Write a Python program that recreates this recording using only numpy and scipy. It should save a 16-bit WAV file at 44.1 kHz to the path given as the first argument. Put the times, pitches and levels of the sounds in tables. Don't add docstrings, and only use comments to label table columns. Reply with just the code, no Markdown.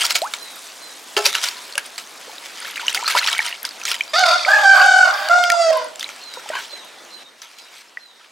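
import sys
import numpy as np
from scipy import signal
from scipy.fft import rfft, irfft, next_fast_len
from scipy.io import wavfile
from scipy.ndimage import uniform_filter1d, minimum_filter1d, map_coordinates

SR = 44100
rng = np.random.default_rng(int(sys.argv[2]) if len(sys.argv) > 2 else 0)


def amp(db):
    return 10 ** (np.asarray(db, float) / 20)


def write(x):
    x = np.atleast_2d(x).T
    wavfile.write(sys.argv[1], SR, np.round(np.clip(x, -1, 1) * 32767).astype(np.int16))


N = 366471

# (frequency [Hz], density [dB per Hz])
RUMBLE = [(25, -45), (120, -22), (250, -6), (550, -2), (1300, -6), (2300, -11), (4000, -40)]
TRICKLE = [(350, -30), (700, -2), (1750, -2.5), (4000, -2.5), (9240, -15), (16000, -29)]
# (frequency [Hz], likeness [0-1])
ALIKE = [(60, .7), (400, .62), (1500, .84), (4000, .94), (15000, .98)]
# (frequency [Hz], t60 [s])
WALLS = [(500, .5), (2000, .35), (10000, .12)]
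RUMBLE_DB, WATER_DB, POUR_DB, SETTLE_S = -54.5, -43.5, 8, .5
TURN_DOWN_S, TURN_DOWN_DB, FADE_DB_PER_S = 7.235, 6.5, 2.5
FOAM_DB, FOAM_LOSS_DB_PER_S, FOAM_HZ = -42, 2.1, 7500

# (time [s], level [dB])
PEEPS = [
    (.36, -41),
    (.79, -43),
    (6.2, -37.5),
    (6.68, -39),
    (7.09, -43),
    (7.54, -50),
    (7.98, -48),
]
PEEP_S, PEEP_HZ, PEEP_FALL_HZ, PEEP_TURN = .22, 4150, 420, .4

# (time [s], pitch [Hz], effort [dB], beak opening as second partial lift [dB])
CROW = [
    [(4.134, 586, -24, 1), (4.15, 610, -20, -1), (4.172, 705, -18, 0), (4.215, 760, -19, -1),
     (4.245, 710, -20, 4), (4.3, 685, -20, 4), (4.36, 700, -27, 12), (4.385, 700, -33, 8),
     (4.459, 660, -37, 6)],
    [(4.46, 575, -27, 2), (4.49, 800, -21, 13), (4.54, 840, -21, 15), (4.63, 825, -23, 7),
     (4.645, 785, -16, 5), (4.73, 780, -16, 7), (4.89, 756, -16, 7), (5.01, 750, -17, 9),
     (5.115, 725, -23, 6)],
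    [(5.12, 800, -27, 4), (5.29, 780, -28, 5)],
    [(5.296, 678, -22, 1), (5.31, 688, -17, 3), (5.355, 712, -17, 2), (5.42, 712, -19, 4),
     (5.5, 697, -22, 3), (5.62, 674, -15, -9), (5.712, 638, -19, -13)],
    [(5.716, 540, -28, 0), (5.78, 505, -28, 4), (5.83, 497, -33, 2), (5.91, 485, -55, 0)],
]
# (time [s], hoarseness [0-1], flutter depth [0-1])
VOICE = [(4.13, .28, .2), (4.22, .27, .3), (4.26, .35, .9), (4.33, .35, .4), (4.37, .2, .3), (4.5, .27, .8),
         (4.6, .33, .6), (4.65, .12, .55), (4.72, .12, .6), (4.84, .25, .8), (4.89, .11, .85),
         (5.04, .12, .8), (5.08, .5, .6), (5.31, .24, .5), (5.41, .13, .2), (5.67, .07, .15),
         (5.73, .36, .3), (5.85, .27, .2)]
# (time [s], half length [s], hoarseness [0-1])
CRACKS = [
    (4.143, .018, .45),
    (4.295, .06, .6),
    (4.41, .045, .8),
    (4.485, .045, .55),
    (4.61, .04, .7),
    (4.79, .055, .55),
    (5.195, .105, .95),
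]
# (frequency [Hz], gain [dB])
THROAT = [(1500, 5), (2100, -2), (2740, -5), (3020, 0), (3900, -8), (4700, -1), (5400, -7), (6200, -5),
          (7700, -6), (9000, -16), (14000, -40)]
# (frequency [Hz], density [dB per Hz])
BREATH = [(1180, -50), (2000, -20), (2190, -8), (3020, -22), (3640, 1), (4020, -13), (4610, 0), (5470, -14),
          (11000, -31), (14300, -52), (22000, -120)]
CHAOS = [(430, -60), (520, -7), (800, -5), (1050, 1), (1700, -3), (2200, -6), (2800, -5), (4400, -26)]
# (frequency [Hz], left minus right [dB])
BIRD_SIDE = [(200, -2), (700, -7.5), (1290, 0), (4400, -.8)]
OVERTONES_DB = [-24, -25, -31, -27.5, -35]
SHEEN_DB = [-10, -3, -6, -5, -8]
RASP_DB = [10, 4, 0, 1, 2]
HOLLOW_DB = [-2, -1, 0, -4, -3]
LOW_VOICE_DB = [-1, -3, -14]
LOW_VOICE_HZ, LOW_SPREAD_HZ = 615, 80
SHEEN_HZ, HOLLOW_HZ = (5300, 6500), (2200, 2600, 4300, 4600)
FOLLOW, BEAK_BRIGHTENS = .6, .3
CRACK_LOSS_DB, HALF_SHARE = 4, .7
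FLUTTER_HZ, FLUTTER_BLUR = 41, .6
CHAOS_DB, THROAT_FLOOR_HZ = -1.5, 480
LINGER_S, LINGER_HZ, LINGER_DB = (5.705, 5.765, 5.87), (642, 615), (-18, -23, -42)

# (frequency [Hz], level [dB], t60 [s])
BASIN = [(392, -3, .13), (416, -3, .2), (560, -11, .12), (640, -9, .2), (705, -10, .18), (840, -8, .22),
         (945, -6, .07), (1065, -14, .2), (1325, -13, .25), (1745, -11, .15), (2250, -16, .1),
         (2700, -12, .2), (3120, -14, .14), (5450, -15, .08)]
# (time [s], level [dB])
KNOCKS = [
    (1.167, -10),
    (1.252, -29),
]
# (frequency [Hz], density [dB per Hz])
FROTH = [(250, -34), (600, -14), (1300, -4), (2500, -2), (5000, -4), (9000, -13.5), (16000, -25)]
# (start [s], crest [s], end [s], crest level [dB])
STIRS = [
    (0, .012, .1, -19),
    (1.17, 1.3, 1.72, -32),
    (2.2, 2.7, 2.9, -36),
    (2.8, 3.2, 3.56, -26),
    (3.5, 3.87, 4.12, -38),
    (5.95, 6.02, 6.3, -39),
    (6.3, 6.55, 6.78, -36),
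    (7.38, 7.45, 7.88, -45),
]
# (crest time [s], level [dB], rise or fall by 10 dB [s], brightness [dB])
SURGES = [(1.26, -13, .014, 3), (1.444, -17, .018, 5), (1.862, -35, .018, 4), (2.456, -33, .02, 3),
          (2.66, -28, .06, 0), (2.8, -29, .03, -3), (2.9, -24, .03, -1), (3.178, -14, .026, -1),
          (3.25, -20, .05, -3), (3.47, -25, .07, 0), (6.562, -27, .045, -8), (6.644, -35, .026, 1),
          (7.74, -43, .06, 0), (7.785, -39, .035, 7), (8.22, -45, .06, -8)]
# (time [s], peak [dB], bubble pitch [Hz], fall by 10 dB [s])
SLAPS = [(.0513, -3, 5310, .013), (.1067, -2, 4200, .016), (.1565, -2.5, 4340, .02),
         (.3376, -11, 3590, .02), (1.1667, -2, 2710, .037), (1.2575, 1, 4510, .03), (1.3518, -4, 2760, .03),
         (1.4396, -5, 5120, .04), (1.7789, -6, 2730, .014), (1.9799, -15, 4260, .03),
         (2.7581, -13, 2810, .03), (2.9467, -6, 4820, .028), (3.0784, -3.5, 4480, .023),
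         (3.1063, -7, 1990, .026), (3.2735, -4, 3130, .024), (3.3293, -4, 3180, .023),
         (3.6511, -7, 4740, .016), (3.8531, -6, 5530, .054), (3.8801, -10, 2540, .037),
         (3.915, -8, 2930, .048), (5.9952, -14, 5490, .03), (6.0905, -20, 2280, .032),
         (6.3384, -21, 4720, .029), (6.4896, -20, 2750, .015), (7.4184, -20, 5810, .022),
         (7.5861, -28, 4900, .05)]
# (time [s], peak [dB], pitch [Hz])
SPITS = [(.0253, -7, 3180), (.034, -7, 8500), (.065, -7, 9000), (.125, -10, 7500), (.166, -6, 7000),
         (1.7793, -2, 9500), (.2179, -9, 4070), (1.3289, -11.5, 3420), (1.4865, -5, 4580),
         (1.7544, -12, 2740), (3.1532, -7, 2790), (3.187, -3, 3900), (3.2141, -12, 3130),
         (3.243, -7.5, 2910), (3.6905, -15, 4820), (3.8362, -13.5, 5850), (3.9439, -13, 2940),
         (4.1933, -8, 6500), (5.2869, -12, 4460), (5.3877, -13, 3600), (5.4385, -3, 3100),
         (5.5009, -2, 2150), (5.5194, -6, 5800), (5.7279, -17, 2640), (5.9578, -19, 7220),
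         (6.0286, -15, 2010)]
# (time [s], peak [dB], pitch [Hz])
DRIPS = [(2.382, -22, 3670), (2.7776, -13, 2290), (2.8674, -13, 6000), (2.8818, -.5, 2840),
         (2.9746, -10, 2080), (3.0664, -9, 4300), (3.3912, -2, 2160), (3.5264, -13.5, 2760),
         (4.0083, -3.5, 2290), (4.0087, -11, 2950), (4.2378, -9, 2160), (4.3934, -19, 2500),
         (4.4493, -6, 2200), (4.6932, -12, 5000), (4.8135, -10, 2760), (5.1402, -14, 5000),
         (6.0092, -13, 3430), (6.0431, -12, 3840), (6.062, -23, 2200), (6.08, -27, 7000),
         (6.163, -29, 8500), (6.238, -30, 7000), (6.492, -21, 8000), (6.592, -28, 10000),
         (6.648, -27, 3400), (6.793, -32, 5200), (6.848, -33, 11000), (.568, -29, 1300), (1.863, -22, 8900),
         (2.71, -24, 11000), (2.797, -22, 1350), (4.862, -20, 10500), (4.982, -22, 10000),
         (5.773, -20, 11000), (5.845, -24, 9300)]
# (time [s], peak [dB], pitch [Hz])
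TICKS = [(.008, -10, 8500), (.0145, -11, 2600), (.0967, -15, 4150), (.1456, -13, 4120), (.1845, -17, 4970),
         (.19, -19, 12000), (.2249, -18, 8000), (.243, -22, 9500), (.2743, -23, 6500), (.3466, -22, 7110),
         (.3671, -25, 7490), (.386, -25, 6000), (.4289, -25, 11000), (.559, -25, 11500), (.592, -24, 9500),
         (.6679, -27, 5780), (1.263, -3, 5500), (1.3384, -12, 3700), (1.5689, -21, 4060),
         (1.6243, -26, 7960), (1.6502, -27, 4120), (1.7245, -19, 4200), (1.736, -21, 4190),
         (1.959, -22, 4200), (2.0733, -25, 6110), (2.6028, -16, 9000), (2.6477, -21, 4330),
         (2.7974, -21, 4090), (2.9001, -15, 6000), (2.9286, -14, 8500), (3.0368, -17, 7000),
         (3.1925, -2, 4100), (3.2628, -8, 5300), (3.2858, -6, 4450), (3.3, -13, 7500), (3.315, -16, 8500),
         (3.3806, -12, 8600), (3.4279, -17, 4310), (3.4514, -20, 3990), (3.4639, -14, 9000),
         (3.6305, -12, 11400), (3.7098, -19, 4420), (3.7992, -24, 6510), (3.8152, -17, 2500),
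         (3.896, -17, 5800), (4.0212, -26, 7000), (4.0362, -19, 5200), (4.079, -22, 3850),
         (4.2642, -16, 9200), (4.3445, -18, 6400), (4.77, -19, 7700), (4.84, -14, 3200), (5.232, -24, 6600),
         (5.54, -17, 900), (5.733, -14, 5000), (5.885, -27, 8000), (6.985, -33, 4000), (7.05, -31, 6200),
         (7.685, -34, 2800), (7.885, -38, 5200)]
# (time [s], peak [dB], pitch [Hz])
PLOPS = [(1.264, -21, 560), (2.278, -32, 500), (2.295, -28, 850), (2.33, -33, 700), (1.351, -14, 1500),
         (1.437, -15, 1400), (1.7793, -9, 1600), (2.771, -19.5, 1800), (2.947, -15.5, 1420),
         (2.969, -19, 1850), (3.027, -15, 945), (3.078, -10, 1270), (3.107, -15.5, 1830), (3.15, -4.5, 969),
         (3.171, -7.5, 1430), (3.287, -8.5, 1800), (3.381, -19, 1850), (3.403, -8, 1820),
         (3.644, -20.5, 1570), (3.915, -16, 1380),
         (6.371, -24, 950), (6.46, -24, 832), (6.501, -14.5, 614), (6.553, -16, 1000),
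              (6.537, -22, 950), (6.647, -26, 3400), (6.731, -31, 568), (7.972, -15.5, 1890),
         (2.897, -15, 3750), (2.925, -22, 2600), (3.044, -19, 1300), (3.158, -17, 580),
            (3.168, -12, 930), (3.177, -12, 5000), (3.18, -11, 3700), (3.187, -8, 2100), (3.214, -16, 1450),
            (3.228, -15, 1950), (3.25, -20, 900), (3.264, -14, 2450), (3.276, -13, 5500), (3.33, -9, 3100),
            (3.333, -21, 900), (3.391, -17, 850), (5.327, -22, 2250), (5.29, -21, 2850), (5.446, -17, 2200),
            (6.364, -29, 1400), (6.372, -27, 500), (6.503, -24, 1850)]
# (time [s], level [dB], start pitch [Hz], end pitch [Hz], length [s])
GLUG = [(.2185, -16.5, 590, 1720, .063), (.245, -31, 840, 860, .06), (1.56, -40, 1000, 1030, .11),
        (1.755, -33, 560, 600, .035), (2.83, -27, 900, 1080, .03), (2.965, -29, 760, 960, .06),
        (3.058, -17, 4150, 4300, .016), (5.5005, -9, 1750, 2000, .009), (3.366, -24, 2230, 2260, .018),
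        (4.088, -35, 4800, 5120, .045), (6.98, -44, 3500, 3530, .05)]
# (frequency [Hz], level [dB])
GURGLE = [(950, -5), (1480, 0), (2250, -13), (2850, -6), (3900, -14)]
GURGLE_S, GURGLE_DB, GURGLE_ARCH = (6.515, 6.565, 6.615), -26, .08
STIR_EDGE_DB = 9
SPLASH_UNDER_DB, BRIGHT_DB_PER_OCTAVE, NEUTRAL_HZ = 12, 9, 3000
CALM_S, SUDDEN_RISE_S, SPLASH_RISE_S = .0945, .0009, .006
SCRUB_S, BUBBLY, SMOOTH = (2.6, 4.1), 1.05, .45
WALL_RING_DB = -8.5
SLAP_SPRAY_DB, SPIT_SPRAY_DB, DRIP_SPRAY_DB, TICK_SPRAY_DB = -18, -17, -29, -21
SNAP_DB, SNAP_T60_S, SNAP_TOP_HZ = -4, .0025, 9000
SNAP_FOLLOWS = .6
TOP_HZ = 15900


def unit(x):
    return x / np.sqrt(np.mean(np.abs(x) ** 2) + 1e-20)


def along(points, hz):
    f, v = np.transpose(points)
    return np.interp(np.log(hz + 1), np.log(f + 1), v)


def curves(rows):
    s, *cols = np.transpose(rows)
    return [np.interp(np.arange(N) / SR, s, c) for c in cols]


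def inside(spans):
    t = np.arange(N) / SR
    is_open = sum((t >= rows[0][0]) & (t < rows[-1][0]) for rows in spans)
    return uniform_filter1d(1. * is_open, size=180)


def wobble(rate_hz, size=N):
    knots = rng.standard_normal(size // 24 + 8)
    return map_coordinates(knots, [np.arange(size) * rate_hz / SR], order=2)


def complex_wobble(rate_hz, size=N):
    return unit(wobble(rate_hz, size=size) + 1j * wobble(rate_hz, size=size))


def filtered(x, response):
    m = next_fast_len(N + 8192)
    return irfft(rfft(x, m) * response(np.fft.rfftfreq(m, 1 / SR)), m)[..., :N]


def rush(spectrum, patchy_db):
    z = signal.stft(rng.standard_normal((2, N)), nperseg=512)[2]
    field = uniform_filter1d(rng.standard_normal(z.shape[1:]), size=6, axis=0)
    field = uniform_filter1d(field, size=8, axis=1)
    pair = signal.istft(z * amp(patchy_db * unit(field)), nperseg=512)[1][:, :N]

    def mid_side(hz):
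        turn = np.arccos(np.clip(along(ALIKE, hz), 0, 1)) / 2
        return amp(along(spectrum, hz)) * [np.cos(turn), np.sin(turn)]

    mid, side = filtered(pair, mid_side)
    return unit(np.array([mid + side, mid - side]))


def bubbles(s, gain, hz, t60, rise, size):
    t = np.arange(size) / SR
    life = t / t60[:, None]
    ring = np.sin(2 * np.pi * hz[:, None] * t * (1 + rise * np.minimum(life, 1)))
    ring *= gain[:, None] * amp(-60 * life) * np.minimum(t * hz[:, None], 1)
    at = (s * SR).astype(int)[:, None] + np.arange(size)
    return np.bincount(at.ravel(), ring.ravel(), N + size)[:N]


def swarm_draw(count, centre_hz, spread, low_hz, high_hz):
    s = rng.uniform(0, N / SR, size=count)
    draw = rng.standard_normal((count, 2))
    hz = np.clip(centre_hz * np.exp(spread * draw[:, 0]), low_hz, high_hz)
    return s, hz, draw[:, 1]


def echoes(x):
    hz, t, z = signal.stft(rng.standard_normal((2, SR // 2)), SR, nperseg=256)
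    tail = signal.istft(z * amp(-60 * t / along(WALLS, hz)[:, None]), SR, nperseg=256)[1]
    late = np.pad(x, (300, 0))[None]
    return signal.fftconvolve(late, tail / np.linalg.norm(tail[0]), axes=1)[:, :N]


def yard():
    t = np.arange(N) / SR
    down_db = (t > TURN_DOWN_S) * (TURN_DOWN_DB + FADE_DB_PER_S * (t - TURN_DOWN_S))
    rumble_db = RUMBLE_DB - 1.2 * down_db
    water_db = WATER_DB + POUR_DB * np.exp(-t / SETTLE_S) - down_db
    s, hz, deviate = swarm_draw(2500, 5000, .5, 800, 15000)
    fizz = unit(bubbles(s, amp(6 * deviate), hz, 12 / hz, rise=.2, size=300))
    water = amp(water_db + 0.51 + .8 * wobble(9)) * (rush(TRICKLE, patchy_db=2.2) + .2 * fizz)
    return water + amp(rumble_db + 8 + 1.2 * wobble(6)) * rush(RUMBLE, patchy_db=1.5)


def foam():
    s, hz, deviate = swarm_draw(14000, FOAM_HZ, .35, 3000, 15500)
    now = np.arange(N) / SR
    pops = unit(bubbles(s, amp(2.5 * deviate), hz, 18 / hz, rise=.2, size=110))
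    return amp(FOAM_DB - FOAM_LOSS_DB_PER_S * now - TURN_DOWN_DB * (now > TURN_DOWN_S)) * pops


def chick():
    out = np.zeros(N + SR)
    u = np.linspace(0, 1, int(PEEP_S * SR))
    for s, db in PEEPS:
        hz = PEEP_HZ - PEEP_FALL_HZ / (1 + np.exp((PEEP_TURN - u) / .08))
        hz = hz * rng.normal(1, .01) + 35 * wobble(120, size=len(u))
        husk = amp(db + 2 - 9 * np.maximum(u - PEEP_TURN, 0) + 4 * wobble(140, size=len(u)))
        envelope = husk * np.minimum(7 * u, 1) * np.sqrt(1 - u)
        out[round(s * SR):][:len(u)] += envelope * np.sin(2 * np.pi * np.cumsum(hz) / SR)
    return amp(-7) * out[:N] + amp(-1.5) * echoes(out[:N])


def voice_controls():
    rows = []
    for note, crest_db, *colour_db in zip(CROW, OVERTONES_DB, SHEEN_DB, RASP_DB, HOLLOW_DB):
        s, pitch, effort_db, beak_db = np.transpose(note)
        loud_db = effort_db + BEAK_BRIGHTENS * np.maximum(beak_db, 0)
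        upper_db = crest_db + FOLLOW * (loud_db - loud_db.max())
        colours = np.outer(colour_db, np.ones(len(s)))
        rows += zip(s, pitch, effort_db, effort_db + beak_db, upper_db, *colours)
    pitch, first_db, second_db, upper_db, sheen_db, rasp_db, hollow_db = curves(rows)
    hoarse, flutter = curves(VOICE)
    t = np.arange(N) / SR
    for s, lasts, depth in CRACKS:
        broken = np.exp(-((t - s) / lasts) ** 4)
        hoarse = np.maximum(hoarse, depth * broken)
        second_db = second_db - CRACK_LOSS_DB * broken * (lasts < .05)
    flutter = flutter * (1 - hoarse ** 4)
    half = HALF_SHARE * hoarse ** 2
    return pitch, first_db, second_db, upper_db, sheen_db, rasp_db, hollow_db, hoarse, flutter, half


def low_voice(pitch, hoarse, loud):
    n = len(pitch)
    hz = np.minimum(LOW_VOICE_HZ, pitch) * (1 + .03 * wobble(20, size=n))
    phase = 2 * np.pi * np.cumsum(hz) / SR
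    share = hoarse ** 1.25 * (1 - .7 * hoarse ** 2) * loud
    out = np.zeros(n)
    for k, level_db in enumerate(LOW_VOICE_DB):
        smear = complex_wobble(LOW_SPREAD_HZ, size=n)
        out += share * amp(level_db + 4) * np.real(smear * np.exp(1j * (k + 1) * phase))
    return out


def lingering_tone(t):
    phase = 2 * np.pi * np.cumsum(np.interp(t, LINGER_S[::2], LINGER_HZ)) / SR
    return (t > LINGER_S[0]) * amp(np.interp(t, LINGER_S, LINGER_DB) + 3) * np.sin(phase)


def rooster():
    span = slice(int(CROW[0][0][0] * SR), int(CROW[-1][-1][0] * SR))
    controls = [c[span] for c in voice_controls()]
    pitch, first_db, second_db, upper_db, sheen_db, rasp_db, hollow_db, hoarse, flutter, half = controls
    n = len(pitch)
    phase = 2 * np.pi * np.cumsum(pitch * (1 + .012 * hoarse * wobble(150, size=n))) / SR
    beat = 1 + flutter * np.sin(2 * np.pi * np.cumsum(FLUTTER_HZ + 4 * wobble(9, size=n)) / SR)
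    beat /= np.sqrt(1 + flutter ** 2)
    voice = np.zeros(n)
    for k in np.r_[1:19, 1.5:8]:
        hz = k * pitch
        if k < 1.2:
            level_db = first_db
        elif k < 2.2:
            level_db = second_db
        else:
            level_db = upper_db - 3 - 2.5 * hoarse + along(THROAT, hz)
            level_db = level_db + sheen_db * np.interp(hz, SHEEN_HZ, [0, 1])
        level_db = level_db + hollow_db * np.interp(hz, HOLLOW_HZ, [0, 1, 1, 0])
        smear = complex_wobble(70 + 50 * k, size=n)
        fading = amp(2.5 * np.sqrt(k) * np.minimum(wobble(26, size=n), .8))
        clear = (1 - hoarse) ** (.15 + 2.8 * hoarse * k)
        clear = clear * np.exp(-FLUTTER_BLUR * flutter ** 2 * max(k - 2, 0))
        tone = np.sqrt(clear) * beat * fading
        noise = np.sqrt(1 - clear) * smear * (1 - .55 * hoarse ** 2)
        share = 1 if k % 1 == 0 else half
        carrier = np.exp(1j * (k * phase + rng.uniform(0, 7)))
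        voice += share * amp(level_db + 2.9) * np.real((tone + noise) * carrier)
    loud = amp(np.maximum(first_db, second_db - 6))
    voice += low_voice(pitch, hoarse, loud)
    voice += hoarse ** 1.15 * loud * amp(CHAOS_DB) * rush(CHAOS, patchy_db=4)[0][span]
    voice += lingering_tone(np.arange(span.start, span.stop) / SR)
    rasp = rush(BREATH, patchy_db=2.5)[0][span]
    out = np.zeros(N)
    out[span] = voice + np.sqrt(hoarse) * beat * amp(upper_db + rasp_db - 1.5) * rasp
    out = filtered(out * inside(CROW), lambda hz: 1 / (1 + (THROAT_FLOOR_HZ / (hz + 1)) ** 12))
    near = filtered(out, lambda hz: amp(along(BIRD_SIDE, hz) * [[.5], [-.5]]))
    return near + amp(-10.5) * echoes(out)


def basin():
    out = np.zeros(N + SR)
    t = np.arange(SR // 2) / SR
    for s, db in KNOCKS:
        ring = np.zeros(len(t))
        for hz, level, t60 in BASIN:
            ring += amp(level - 60 * t / t60 + 2.5 * wobble(60, size=len(t))) * np.sin(2 * np.pi * hz * t)
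        attack = 1 - np.exp(-t / .007)
        out[round(s * SR):][:len(t)] += amp(db) * ring * attack * amp(2.5 * wobble(140, size=len(t)))
    return out[:N]


def bowl(x):
    def response(f):
        total = 0
        for k, (hz, db, t60) in enumerate(BASIN):
            damping = 1j * f * np.log(1000) / np.pi / t60
            total = total + (-1) ** k * amp(db / 2) * damping / (hz * hz - f * f + damping)
        return total

    return filtered(x, response)


def stirring():
    t = np.arange(N) / SR
    strokes = np.zeros(N)
    for start, crest, end, db in STIRS:
        below_db = np.interp(t, [start, crest, end], [STIR_EDGE_DB, 0, STIR_EDGE_DB])
        strokes += ((t >= start) & (t < end)) * amp(2 * (db - below_db))
    return uniform_filter1d(strokes, size=180)


def splashes():
    s, db, hz, fall = np.transpose(SLAPS)
    rise = np.where(np.diff(s, prepend=0) > CALM_S, SUDDEN_RISE_S, SPLASH_RISE_S)
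    bright_db = BRIGHT_DB_PER_OCTAVE * np.log2(hz / NEUTRAL_HZ)
    slapped = [*zip(s, db - SPLASH_UNDER_DB, rise, fall, bright_db)]
    return slapped + [(at, level_db, lasts, lasts, bright) for at, level_db, lasts, bright in SURGES]


def slosh():
    s, hz, deviate = swarm_draw(4500, 3500, .6, 1300, 14000)
    swarm = bubbles(s, amp(4 * np.minimum(deviate, 1.6)), hz, 40 / hz, rise=.1, size=640)
    froth = amp(2 * wobble(60) + 2.8 * wobble(350)) * rush(FROTH, patchy_db=3)
    now = np.arange(N) / SR
    air = np.where((now > SCRUB_S[0]) & (now < SCRUB_S[1]), BUBBLY, SMOOTH)
    water = air * unit(swarm) + unit(froth) + amp(WALL_RING_DB) * unit(bowl(froth))
    water = water / np.sqrt(1 + air ** 2)
    dull = filtered(water, lambda f: 1 / (1 + (f / 3200) ** 4))
    power = np.tile(np.abs(stirring()) * amp(-9), (2, 1))
    t = np.arange(-SR // 8, SR // 2) / SR
    for at, db, rise, fall, bright_db in splashes():
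        surge = amp(2 * (db - 2.5 - 10 * np.maximum(-t / rise, t / fall)))
        share = 1 / (1 + amp(2 * bright_db))
        first = round(at * SR) - SR // 8
        here = power[:, max(first, 0):first + len(t)]
        here += np.outer([share, 1 - share], surge[max(-first, 0):][:here.shape[1]])
    return np.sqrt(power[0]) * unit(dull) + np.sqrt(power[1]) * unit(water - dull)


def gurgle():
    t = np.arange(N) / SR
    swell = np.interp(t, GURGLE_S, [0, 1, 0])
    phase = 2 * np.pi * np.cumsum(1 + GURGLE_ARCH * swell) / SR
    tones = sum(amp(db) * np.real(complex_wobble(260) * np.exp(1j * hz * phase)) for hz, db in GURGLE)
    return amp(GURGLE_DB + 3 * wobble(110)) * np.sqrt(swell) * tones


def glug():
    out = np.zeros(N + SR)
    for s, db, low_hz, high_hz, lasts in GLUG:
        u = np.linspace(0, 1, int(lasts * SR))
        pitch = low_hz + (high_hz - low_hz) * u ** 1.4
        fade = amp(db - 11 * u) * np.sqrt(1 - u ** 6) * np.minimum(40 * u, 1)
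        out[round(s * SR):][:len(u)] += fade * np.sin(2 * np.pi * np.cumsum(pitch) / SR)
    return out[:N]


def spray_bursts(s, level_db):
    out = np.zeros(N + SR)
    t = np.arange(900) / SR
    for at, db in zip(s, level_db):
        grit = amp(4 * wobble(500, size=len(t))) * rng.standard_normal(len(t))
        envelope = amp(db + 10 - 60 * t / .011) * (1 - np.exp(-t / .00012))
        out[round(at * SR):][:len(t)] += envelope * grit
    return filtered(out[:N], lambda f: amp(along(FROTH, f) + 9) * f / np.hypot(f, 2200))


def film_snaps(s, level_db):
    out = np.zeros(N + SR)
    t = np.arange(900) / SR
    for at, db in zip(s, level_db):
        tear = np.diff(rng.standard_normal(len(t) + 1)) / 2
        out[round(at * SR):][:len(t)] += amp(db + SNAP_DB - 60 * t / SNAP_T60_S) * tear
    return filtered(out[:N], lambda f: 1 / (1 + (f / SNAP_TOP_HZ) ** 4))


def drops():
    kinds = [(SLAPS, SLAP_SPRAY_DB), (SPITS, SPIT_SPRAY_DB), (DRIPS, DRIP_SPRAY_DB), (TICKS, TICK_SPRAY_DB)]
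    contacts = [(*row[:3], kind_db) for rows, kind_db in kinds for row in rows]
    s, db, hz, spray_db = np.transpose(contacts)
    small_gain = amp(db - .35 * np.maximum(spray_db + 28, 0))
    small = bubbles(s, small_gain, hz, 38 / hz + .004, rise=.11, size=1200)
    spray = spray_bursts(s, db + np.minimum(spray_db, -13))
    snap = film_snaps(s, db + SNAP_FOLLOWS * (spray_db - SPIT_SPRAY_DB))
    s, db, hz = np.transpose(PLOPS)
    large = bubbles(s, amp(db), hz, 23 / hz + .012, rise=.06, size=5000)
    return small + large + snap + spray


def scene():
    background = yard() + foam() + chick() + rooster()
    close = basin() + gurgle() + glug() + drops()
    return background + slosh() + close * amp([[-.2], [.2]]) + amp(-20) * echoes(close)


def limited(x):
    need = np.minimum(1, 1.05 / (np.abs(x).max(axis=0) + 1e-9))
    return x * uniform_filter1d(minimum_filter1d(need, size=160), size=80)


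def band_limit(x):
    return signal.sosfilt(signal.butter(12, 17090, fs=SR, output="sos"), x)


def record(dry):
    held = np.clip(limited(dry), -1, 1)
    finished = filtered(held, lambda hz: (hz < TOP_HZ) * hz ** 2 / (hz ** 2 + 40. * 40.))
    return band_limit(finished)


dry = scene()
out = record(dry)
write(out)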